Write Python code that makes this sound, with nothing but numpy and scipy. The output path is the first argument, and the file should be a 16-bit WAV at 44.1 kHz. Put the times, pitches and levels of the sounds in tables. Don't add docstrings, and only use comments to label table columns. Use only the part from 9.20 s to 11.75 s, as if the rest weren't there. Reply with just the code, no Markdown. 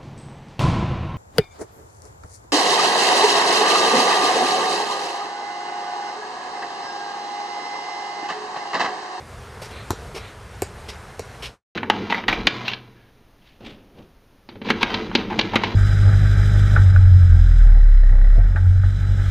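import sys
import numpy as np
from scipy import signal
from scipy.fft import rfft, irfft
from scipy.io import wavfile
from scipy.ndimage import uniform_filter1d

SR = 44100
rng = np.random.default_rng(int(sys.argv[2]) if len(sys.argv) > 2 else 0)


def store_pcm(level_fs):
    pcm = np.round(np.clip(level_fs, -1, 1) * 32767).astype(np.int16)
    wavfile.write(sys.argv[1], SR, np.atleast_2d(pcm).T)


N = 112454

# freq_hz, density_db
WIND_SPECTRUM = [(15, -33.5), (25, -11.5), (42, 1.5), (59, 3.5), (80, -1), (114, -1), (160, -10.5),
                 (230, -12.5), (300, -20), (410, -9.5), (600, -15), (900, -14), (1500, -17), (2200, -22),
                 (3000, -27), (5000, -30.5), (7800, -34.5), (9200, -33.5), (10300, -39), (12500, -40)]
# time_s, gain_db
BREEZE_CURVE = [(0, 0.5), (.3, -0.06), (.65, 0.5), (.84, 1.5), (1.1, -1.6), (1.35, -0.4), (1.6, 0.5),
                (1.85, -0.5), (2.3, 0.2)]
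# start_s, level_db, pitch_hz
SHOE_TAPS = [(.4183, -19, 553), (0.517, -21.5, 450), (.731, -16, 420), (0.9443, -21.5, 406),
             (0.962, -24.5, 400), (1.685, -24, 405), (2.2265, -23, 493)]
# start_s, hold_s, level_db, tilt_db_per_octave, rasp_hz, rasp_db
SOLE_SCUFFS = [(0.415, 0.02, -38.5, -0.5, 5150, -2), (0.442, .022, -44, -0.5, 5800, 2.5),
               (.506, 0.011, -40.5, -2.5, 5530, -5), (0.945, 0.038, -34.5, -2.5, 2600, 3.5),
               (1.683, 0.02, -35, -1, 3380, 8), (2.221, 0.049, -35, -1.35, 2780, 10)]
# freq_hz, density_db
SCUFF_SPECTRUM = [(200, -12.5), (290, -15), (410, 7.5), (520, -4), (900, -3), (1650, -9.5), (2300, -1),
                  (3500, -5.5), (5300, -1), (7000, -10), (9500, -10.5), (12500, -13)]
# start_s, length_s, level_db
SOLE_DRAGS = [(0.482, 0.18, -45), (.97, 0.16, -46)]
# freq_hz, density_db
DRAG_SPECTRUM = [(300, -19.5), (1100, 4), (2400, 7), (3000, 1), (4100, 6), (5000, -17.5), (12000, -40)]
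# start_s, thump_db, thump_hz, shell_db, shell_pitch_ratio, slap_db, slap_rise_s,
# push_db, surface
BALL_HITS = [(.705, -11.5, 374, -14, 1.186, -21, 0.0019, -19, "paving"),
             (1.4204, -8.5, 389.6, -13, 0.96, -25, 0.00042, -25.5, "toe"),
             (1.9941, -14.5, 456, -17.5, 0.86, -28.5, 0.00025, -30.5, "instep")]
# pitch_hz, level_db, t60_s
SHELL_MODES = [(406, -12.5, 0.03), (597, -2.5, .03), (740, 1, 0.021), (770, -0.5, 0.0082),
               (1250, -15, 0.021)]
# pitch_hz, level_db, t60_s
CAVITY_MODES = [(1037, -38, 0.27), (1390, -42.5, 0.24), (1750, -34.5, .12), (2200, -35, .2),
                (2550, -39.5, .2)]
SLAP_SPECTRA = { "paving": [(300, 13), (1300, 10.5), (1900, -4.5), (3100, -9.5), (3600, 2.5), (4500, 0.5),
                (4900, -7), (5200, 2.5), (5450, -6.5), (6000, -2.5), (7300, -0.5), (8500, -12),
                (11800, -2.5)], "toe": [(300, -11.5), (1200, 4), (2400, 5), (3300, -5.5), (4500, 1),
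                (6000, -2.5), (7200, 4), (9000, 0.5), (12500, 0.5)], "instep": [(300, 13), (1400, -8),
                (2400, -3), (4000, -9), (5800, 3.5), (7500, -0.5), (9500, -13), (12500, -14)]}
# freq_hz, t60_s
TREE_DECAY = [(100, .2), (500, 0.067), (2000, 0.2), (6000, .22), (12000, 0.065)]
# freq_hz, side_db
STEREO_WIDTH = [(50, -35), (150, -50.5), (500, -23.5), (1200, -24), (2300, -15.5), (4000, -13),
                (7000, -37.5), (9000, -18), (12000, -16)]
# time_s, gain_db
FADE_CURVE = [(2.24, 1.5), (2.291, -1), (2.346, -9.5), (2.37, -23.5), (2.4, -39), (2.45, -73)]

WIND_DB, PATCH_DB, SWELL_DB = -39, 1.0, 0.82
TAP_RISE_S, TAP_T60_S = 0.0028, 0.016
SCUFF_RISE_S, SCUFF_T60_S, RASP_OCTAVES = 0.0056, 0.06, 0.62
GRIT_PER_S, GRIT_SHARE = 3000, 0.4
THUMP_RISE_S, THUMP_T60_S, SHELL_RISE_S = 0.0039, 0.031, 0.0029
PUSH_HZ, PUSH_RISE_S, PUSH_T60_S = 90, 0.0018, 0.12
SLAP_T60_S, SNAP_DB, SNAP_T60_S = 0.02, 1.5, 0.0038
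BODY_SEND_DB, SLAP_SEND_DB, SHOE_SEND_DB = -16.5, -6.5, -11.5
LOW_CUT_HZ, HIGH_CUT_HZ = 50, 12650
DUCK_THRESHOLD_DB, DUCK_SLOPE, DUCK_ATTACK_S, HOLD_FALL_DB_PER_S = -34, 0.43, 0.05, 33.5


def amp(db):
    return 10 ** (np.asarray(db) / 20)


def unit(x):
    return x / np.sqrt(np.mean(x ** 2) + 1e-20)


def curve_at(points, hz):
    freqs, values = np.transpose(points)
    return np.interp(np.log(hz + 1), np.log(freqs), values)


def fader(points):
    return amp(np.interp(np.arange(N) / SR, *np.transpose(points)))


def add(mix, start_s, sound):
    part = mix[round(start_s * SR):][:len(sound)]
    part += sound[:len(part)]


def colour(noise, spectrum, tilt_db=0, rasp_hz=1000, rasp_db=0):
    hz = np.fft.rfftfreq(len(noise), 1 / SR)
    octaves = np.log2((hz + 1) / rasp_hz)
    bell_db = rasp_db * np.exp(-(octaves / RASP_OCTAVES) ** 2)
    eq_db = curve_at(spectrum, hz) + tilt_db * octaves + bell_db
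    return unit(irfft(rfft(noise) * amp(eq_db), len(noise)))


def decay(t, t60):
    return np.exp(-np.log(1000) * t / t60)


def ring(t, hz, rise_s, t60):
    contact = np.sin(np.pi / 2 * np.minimum(t / rise_s, 1)) ** 2
    return -contact * decay(t, t60) * np.sin(2 * np.pi * hz * t)


def wind():
    frames, hz = N // 512 + 5, np.fft.rfftfreq(2048, 1 / SR)
    real, imag, patches = rng.standard_normal((frames, len(hz), 3)).T
    patches = uniform_filter1d(patches, size=20, axis=0)
    patches = unit(uniform_filter1d(patches, size=6, axis=1))
    swell = unit(uniform_filter1d(rng.standard_normal(frames), size=16))
    band_db = curve_at(WIND_SPECTRUM, hz)[:, None] + PATCH_DB * patches + SWELL_DB * swell
    bed = signal.istft((real + 1j * imag) * amp(band_db), nperseg=2048, noverlap=1536)[1][:N]
    return amp(WIND_DB) * unit(bed) * fader(BREEZE_CURVE)


def shoes():
    feet, t = np.zeros(N), np.arange(SR // 4) / SR
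    for start_s, db, hz in SHOE_TAPS:
        add(feet, start_s, amp(db) * ring(t, hz, TAP_RISE_S, TAP_T60_S))
    for start_s, hold_s, db, tilt_db, rasp_hz, rasp_db in SOLE_SCUFFS:
        rub, grain_size = rng.standard_normal((2, len(t)))
        grit = unit(grain_size * (rng.random(len(t)) < GRIT_PER_S / SR))
        friction = GRIT_SHARE * grit + (1 - GRIT_SHARE) * rub
        scuff = colour(friction, SCUFF_SPECTRUM, tilt_db, rasp_hz, rasp_db)
        pressure = np.minimum(t / SCUFF_RISE_S, 1) * decay(np.maximum(t - hold_s, 0), SCUFF_T60_S)
        add(feet, start_s, amp(db) * pressure * scuff)
    for start_s, length_s, db in SOLE_DRAGS:
        pressure = np.sin(np.pi * np.minimum(t / length_s, 1))
        add(feet, start_s, amp(db) * pressure * colour(rng.standard_normal(len(t)), DRAG_SPECTRUM))
    return feet


def ball():
    body, skin, t = np.zeros(N), np.zeros(N), np.arange(SR // 3) / SR
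    for start_s, thump_db, thump_hz, shell_db, ratio, slap_db, rise_s, push_db, surface in BALL_HITS:
        thump = amp(thump_db) * ring(t, thump_hz, THUMP_RISE_S, THUMP_T60_S)
        shell = sum(amp(db) * ring(t, hz * ratio, SHELL_RISE_S, t60) for hz, db, t60 in SHELL_MODES)
        air = sum(amp(db) * ring(t, hz, SHELL_RISE_S, t60) for hz, db, t60 in CAVITY_MODES)
        push = amp(push_db) * ring(t, PUSH_HZ, PUSH_RISE_S, PUSH_T60_S)
        add(body, start_s, thump + amp(shell_db) * (shell + air) - push)
        slap = colour(rng.standard_normal(len(t)), SLAP_SPECTRA[surface]) * np.minimum(t / rise_s, 1)
        since_peak = np.maximum(t - rise_s, 0)
        snap = amp(SNAP_DB) * decay(since_peak, SNAP_T60_S)
        add(skin, start_s, amp(slap_db) * slap * (decay(since_peak, SLAP_T60_S) + snap))
    return body, skin


def trees(send):
    hz, t, bands = signal.stft(rng.standard_normal(SR // 2), SR, nperseg=256)
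    tail = signal.istft(bands * decay(t, curve_at(TREE_DECAY, hz)[:, None]), SR, nperseg=256)[1]
    tail[:SR // 200] = 0
    return signal.fftconvolve(send, tail / np.linalg.norm(tail))[:N]


def widen(mid):
    hz, _, bands = signal.stft(mid, SR, nperseg=512)
    diffuse = signal.stft(rng.standard_normal(N), SR, nperseg=512)[2]
    diffuse /= np.sqrt(np.mean(abs(diffuse) ** 2))
    side_bands = abs(bands) * diffuse * amp(curve_at(STEREO_WIDTH, hz))[:, None]
    side = signal.istft(side_bands, SR, nperseg=512)[1][:N]
    return np.array([mid + side, mid - side])


def scene():
    body, skin = ball()
    feet = shoes()
    echo = trees(amp(BODY_SEND_DB) * body + amp(SLAP_SEND_DB) * skin + amp(SHOE_SEND_DB) * feet)
    return widen(wind() + feet + body + skin + echo)


def record(dry):
    mix = signal.sosfilt(signal.butter(2, LOW_CUT_HZ, "highpass", fs=SR, output="sos"), dry)
    pole = np.exp(-1 / (DUCK_ATTACK_S * SR))
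    power = signal.lfilter([1 - pole], [1, -pole], (mix ** 2).mean(0))
    fall_db = np.arange(N) / SR * HOLD_FALL_DB_PER_S
    held_db = np.maximum.accumulate(10 * np.log10(power + 1e-12) + fall_db) - fall_db
    excess_db = np.maximum(held_db - DUCK_THRESHOLD_DB, 0)
    duck_db = signal.lfilter([1 - pole], [1, -pole], DUCK_SLOPE * excess_db)
    mix = mix * amp(-duck_db) * fader(FADE_CURVE)
    high_cut = signal.firwin(511, HIGH_CUT_HZ, window=("kaiser", 9), fs=SR)
    return signal.oaconvolve(mix, high_cut[None], "same")


dry = scene()
out = record(dry)
store_pcm(out)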